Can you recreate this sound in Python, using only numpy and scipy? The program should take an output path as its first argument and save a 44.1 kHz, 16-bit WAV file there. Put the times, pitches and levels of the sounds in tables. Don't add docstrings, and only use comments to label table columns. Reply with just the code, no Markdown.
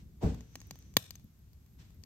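import sys
import numpy as np
from scipy import signal
from scipy.fft import rfft, irfft, next_fast_len
from scipy.io import wavfile
from scipy.ndimage import map_coordinates

SR = 44100
rng = np.random.default_rng(int(sys.argv[2]) if len(sys.argv) > 2 else 0)


def wrap_up_sound(samples):
    columns = np.atleast_2d(samples).T
    tamed = np.clip(columns, -1, 1)
    steps = np.round(tamed * 32767).astype(np.int16)
    wavfile.write(sys.argv[1], SR, steps)


N = 90404


def amp(db):
    return 10 ** (np.asarray(db) / 20)


def unit(x):
    return x / np.sqrt(np.mean(x ** 2) + 1e-20)


def along(points, hz):
    f, v = np.transpose(points)
    return np.interp(np.log(hz + 1), np.log(f + 1), v)


def curves(rows):
    s, *cols = np.transpose(rows)
    return [np.interp(np.arange(N) / SR, s, c) for c in cols]


def wobble(rate):
    knots = rng.standard_normal(int(N * rate / SR) + 4)
    return map_coordinates(knots, [np.arange(N) * rate / SR])


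def fade(t, t60):
    return np.exp(-np.log(1000) * t / t60)


def swell(start, rise, t60):
    t = np.arange(N) / SR - start
    return np.clip(t / rise, 0, 1) ** 2 * fade(np.maximum(t - rise, 0), t60)


def filtered(x, response):
    size = x.shape[-1]
    m = next_fast_len(2 * size)
    return irfft(rfft(x, m) * response(np.fft.rfftfreq(m, 1 / SR)), m)[..., :size]


def causal(db):
    cepstrum = irfft(np.log(amp(db)))
    half = len(cepstrum) // 2
    return np.exp(rfft(np.r_[cepstrum[0], 2 * cepstrum[1:half], cepstrum[half], np.zeros(half - 1)]))


def resonance(f, hz, width):
    return 1j * f * width / (hz * hz - f * f + 1j * f * width)


# f/Hz, likeness (1 = mono)
STEREO_LIKENESS = [(60, .94), (250, .87), (640, .42), (1400, 0.0099), (15000, 0)]


def noise(gain):
    def mid_side_gains(f):
        angle = np.arccos(np.clip(along(STEREO_LIKENESS, f), -1, 1)) / 2
        return gain(f) * np.array([np.cos(angle), np.sin(angle)])

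    mid, side = filtered(rng.standard_normal((2, N)), mid_side_gains)
    return unit(np.array([mid + side, mid - side]))


def rush(spectrum):
    return noise(lambda f: amp(along(spectrum, f)))


def add(out, s, x):
    i = max(round(s * SR), 0)
    out[:, i:i + x.shape[-1]] += x[:, :max(N - i, 0)]


# f/Hz, level/dB
RUMBLE_COLOUR = [(20, -22.5), (40, -5), (60, 2.5), (90, 0), (125, -3.5), (170, -5.5), (250, -15),
                 (400, -24), (600, -35.5), (1000, -49.5), (2000, -80.5)]
# t/s, level/dB
RUMBLE_LEVEL = [(0, -52.5), (.55, -53), (.9, -55.5), (1.25, -57.5), (1.5, -58), (1.7, -57), (2.0, -56)]
# t/s, level/dB
FLAPS = [(.565, -49.5), (0.701, -48.5), (1.239, -49.5)]
# f/Hz, level/dB
FLAP_COLOUR = [(30, -33), (70, -5.5), (130, 3), (230, -2), (400, -24.5), (900, -57.5)]


def flames():
    level_db, = curves(RUMBLE_LEVEL)
    rumble = amp(level_db + 1.5 * wobble(14)) * rush(RUMBLE_COLOUR)
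    flap_level = sum(amp(db) * swell(s, rise=0.005, t60=0.16) for s, db in FLAPS)
    return rumble + flap_level * rush(FLAP_COLOUR)


# f/Hz, level/dB
HISS_COLOUR = [(350, -33), (600, -3.5), (758, -1.5), (2950, -6.5), (6730, -5.5), (8740, -9), (10200, -0.5),
               (11800, -2), (14900, -8.5), (16000, -12)]
HISS_DB = -73


def hiss():
    return amp(HISS_DB + 0.23 * wobble(36)) * rush(HISS_COLOUR)


TICKS_PER_S, TICK_DB = 30, -75
TICK_SPREAD_DB = 1


def embers():
    out, t = np.zeros((2, N)), np.arange(SR // 100) / SR
    for when, pitch, strength, side in rng.random((int(TICKS_PER_S * N / SR), 4)):
        hz = 4000 + 11000 * np.sqrt(pitch)
        tick = np.sin(2 * np.pi * hz * t) * fade(t, t60=.002)
        level = amp(TICK_DB - TICK_SPREAD_DB * np.log(strength + .01))
        add(out, when * N / SR, level * np.outer([.5 + side, 1.5 - side], tick))
    return out


# t/s, level/dB, rise t/s, t60 t/s
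PUFFS = [(-.06, -56.5, 0.022, 0.2), (0.196, -52, 0.041, 0.6), (1.773, -63.5, 0.024, 0.55)]
# f/Hz, level/dB
STEAM_COLOUR = [(300, 0), (1000, -2.5), (2500, 0.5), (6000, -3.5), (8500, -8), (11000, -40.5), (16000, -42)]


def puffs():
    level = sum(amp(db) * swell(s, rise, t60) for s, db, rise, t60 in PUFFS)
    return level * amp(1.5 * wobble(67.5)) * rush(STEAM_COLOUR)


# t/s, level/dB
SIZZLE_LEVEL = [(0, -82), (.15, -123), (.3, -92), (.55, -70), (.78, -69.5), (.93, -77), (1.25, -93)]
SIZZLE_HZ, SIZZLE_WIDTH_HZ = 6040, 650
SIZZLE_BROAD_DB = -1


def sizzle():
    level_db, = curves(SIZZLE_LEVEL)
    narrow = noise(lambda f: resonance(f, SIZZLE_HZ, SIZZLE_WIDTH_HZ) ** 2)
    jet = narrow + amp(SIZZLE_BROAD_DB) * rush(STEAM_COLOUR)
    return amp(level_db + 1.2 * wobble(37)) * jet


# f/Hz, level/dB, t60 t/s
FLARE_MODES = [(60, -24, .37), (90, -24, .29), (135, -26, .13), (162, -27, .25)]
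# f/Hz, level/dB
FLARE_BODY = [(20, -9), (35, -36), (60, -15), (130, 5), (260, -1.5), (360, -12.5), (430, -5.5),
              (650, -25.5), (900, -31), (1500, -29.5), (3000, -54)]
FLARE_S, FLARE_RISE_S = .236, 0.012


def flare():
    flutter_colour = [(100, -2), (300, 1), (600, 2.5), (900, -1.5), (1300, -19), (4000, -36.5)]
    t = np.maximum(np.arange(N) / SR - FLARE_S, 0)
    boom = sum(amp(db) * np.sin(2 * np.pi * hz * t) * swell(FLARE_S, FLARE_RISE_S, t60)
               for hz, db, t60 in FLARE_MODES)
    body = amp(-27.5) * rush(FLARE_BODY) * swell(0.2277, rise=0.0096, t60=0.39)
    flutter = amp(-37) * rush(flutter_colour) * swell(0.2039, rise=0.028, t60=0.31)
    return boom + body + flutter


RING_CUT_S = .0045


def damped(db):
    ring = irfft(causal(db))
    return rfft(ring * np.exp(-(np.arange(len(ring)) / SR / RING_CUT_S) ** 2))


# f/Hz, width f/Hz, boost level/dB at full ring share
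LOGS = [(1098, 220, 11.5), (1887, 180, 8), (2218, 160, 13), (2844, 260, 7.5), (3346, 62, 11),
        (4097, 220, 2.5), (4776, 220, 12), (6330, 170, 13.5), (6490, 300, 7), (11110, 450, 1),
        (13800, 120, 4), (13900, 470, 3.5)]
# f/Hz, level/dB
SPLIT_COLOUR = [(25, -59.5), (55, -29), (80, -5), (115, 11), (250, 13), (420, 11.5), (750, 1.5),
                (1400, -3.5), (3500, -2.5), (6500, -0.5), (8500, -4.5), (12000, -1.5), (15500, -3)]
# t/s, gain
NEAR_ECHOES = [(.00118, 0.33), (.00165, .3), (.0038, 0.19)]
SPLINTER_T60_S, SPLINTER_DB, SPLINTER_LOW_HZ = .014, -1.5, 1480
OWN_RING_DB, OWN_WIDTH_SHARE = 8.5, 0.27
SMALL_RING_SHARE = 0.83
RIGHT_LAG_S = .0001


def crack(treble_db, low_db, pan_db, own_hz, ring_share=SMALL_RING_SHARE, size=2048):
    t = np.arange(size) / SR
    pulse = np.zeros((2, size))
    pulse[:, 0] = 1
    direct = filtered(pulse, lambda f: 1 + sum(gain * np.exp(-2j * np.pi * f * s) for s, gain in NEAR_ECHOES))
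    splinters = unit(rng.standard_normal((2, size)) * fade(t, SPLINTER_T60_S))
    splinters = filtered(splinters, lambda f: (1j * f / (1j * f + SPLINTER_LOW_HZ)) ** 2)

    def peak(f, hz, width):
        return np.abs(resonance(f, hz, width)) ** 2

    def ring_db(f):
        logs = sum(db * peak(f, hz, width) for hz, width, db in LOGS)
        return ring_share * logs + OWN_RING_DB * peak(f, own_hz, OWN_WIDTH_SHARE * own_hz)

    tilt = [(1200, low_db), (2800, 0.00085), (8000, 0.00058), (11500, treble_db)]
    x = filtered(unit(direct) + amp(SPLINTER_DB) * splinters,
                 lambda f: causal(along(SPLIT_COLOUR, f) + along(tilt, f)) * damped(ring_db(f)))
    x[1] = filtered(x[1], lambda f: np.exp(-2j * np.pi * f * RIGHT_LAG_S / (1 + (f / 7000) ** 4)))
    return x / np.sqrt(np.sum(x ** 2) / 8) * amp([[pan_db / 2], [-pan_db / 2]])


# t/s before the split delay, level/dB before the lift, treble level/dB, low band level/dB,
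# left over right level/dB, own pitch f/Hz
CRACKLES = [(0.3456, -45.5, -20, 9.5, 0, 980), (0.4075, -46, -30.5, -12.5, 4, 790),
            (0.5551, -32.5, -27.5, -14, -1, 761), (0.603, -44, -24, -14, 3.5, 6900),
            (0.6155, -44, -23.5, -17, -1, 925), (0.6699, -48.5, 5, -2, -3, 5930),
            (0.7093, -32.5, -25.5, -13.5, 0, 800), (0.7563, -48, -20, -10, -1, 867),
            (0.7886, -48, -8.5, -23.5, 1, 6160), (0.8245, -54, -26, -36, 7.5, 5900),
            (1.1069, -33, -18.5, -29, 5, 4560), (1.1548, -41, -19.5, -36, 2.5, 6580),
            (1.1967, -56, -17, -8, 5, 3960), (1.2436, -54.5, 7, -15, -2, 821),
            (1.3902, -64, -12.5, -10, 7.5, 13550), (1.5319, -56, -13, -16.5, 6, 4680),
            (1.6621, -58, -22.5, -14, 0, 14600), (1.9051, -57.5, -25.5, -9, 4.5, 11670),
            (1.946, -59, 5, -14, -4, 13300), (2.0368, -44, -25, -36, 6.5, 4900)]
SPLIT_DELAY_S, CRACKLE_LIFT_DB = 0.00043, 8.5
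USUAL_TREBLE_DB, USUAL_LOW_DB = -21, -9.5
FORETICK_S, FORETICK_DB = .9395, -42
POP_PAN_DB = 1.5


def crackles():
    out = np.zeros((2, N))
    foretick = crack(treble_db=0.5, low_db=-2, pan_db=POP_PAN_DB, own_hz=7040)
    add(out, FORETICK_S, amp(FORETICK_DB) * foretick)
    for s, db, treble, low, pan, hz in CRACKLES:
        low_db = np.clip(low - USUAL_LOW_DB, -8, 2)
        crackle = crack(treble - USUAL_TREBLE_DB, low_db, pan, hz)
        add(out, s + SPLIT_DELAY_S, amp(db + CRACKLE_LIFT_DB) * crackle)
    return out


# f/Hz, t60 t/s
TREES_T60 = [(200, 0.14), (1500, 0.46), (5000, 0.47), (8000, .45), (14000, 0.18)]
# f/Hz, level/dB
TREES_COLOUR = [(100, -6), (400, -4), (1000, -3), (4000, -2), (8000, 1.5), (14000, 1)]
TREES_DB, TREES_RISE_S = -23.5, 0.015
TREES_GRAIN_DB, TREES_GRAINS_PER_S = 2.5, 250


def trees(x):
    hz, t, z = signal.stft(rng.standard_normal((2, SR // 2)), SR, nperseg=256)
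    decay = fade(t, along(TREES_T60, hz)[:, None])
    colour = amp(along(TREES_COLOUR, hz))[:, None]
    rise = 1 - np.exp(-t / TREES_RISE_S)
    tail = signal.istft(z * decay * colour * rise, SR, nperseg=256)[1]
    tail = tail * amp(TREES_GRAIN_DB * wobble(TREES_GRAINS_PER_S)[:tail.shape[1]])
    return signal.fftconvolve(x, tail / np.linalg.norm(tail[0]), axes=1)[:, :N]


POP_S, POP_DB, POP_TREBLE_DB, POP_HZ = .9684, 3, 3.5, 3720


def pop(ring_share):
    out = np.zeros((2, N))
    burst = crack(POP_TREBLE_DB, low_db=1.5, pan_db=POP_PAN_DB, own_hz=POP_HZ, ring_share=ring_share)
    add(out, POP_S, amp(POP_DB) * burst)
    return out


# t/s, f/Hz
WHISTLE_PITCH = [(1.5, 11700), (1.68, 11800), (1.70, 12050), (1.75, 11780), (1.85, 11830), (2.05, 11900)]
# t/s, level/dB
WHISTLE_LEVEL = [(1.45, -95), (1.68, -87), (1.74, -79), (1.83, -85), (1.88, -88), (2.05, -85)]


def whistle():
    (hz,), (db,) = curves(WHISTLE_PITCH), curves(WHISTLE_LEVEL)
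    level = np.sqrt(2) * amp(db + 1.6 * wobble(89))
    return level * np.sin(2 * np.pi * np.cumsum(hz + 45 * wobble(300)) / SR)


def scene():
    small = crackles()
    steam = hiss() + sizzle() + puffs() + whistle()
    bed = (flames() + flare() + steam + embers()) * amp([[.5], [-.5]])
    near, far = small + pop(ring_share=1), small + pop(ring_share=0)
    return near + amp(TREES_DB) * trees(far) + bed


CEILING = .9
NOTCH_HZ, NOTCH_WIDTH_HZ, NOTCH_DB = 10204, 780, -20
TOP_HZ = 16000


def record(dry):
    rounded = dry / (1 + (dry / CEILING) ** 6) ** (1 / 6)
    notched = filtered(rounded, lambda f: causal(NOTCH_DB * np.exp(-((f - NOTCH_HZ) / NOTCH_WIDTH_HZ) ** 2)))
    return filtered(notched, lambda f: 1 / (1 + (f / TOP_HZ) ** 120))


dry = scene()
out = record(dry)
wrap_up_sound(out)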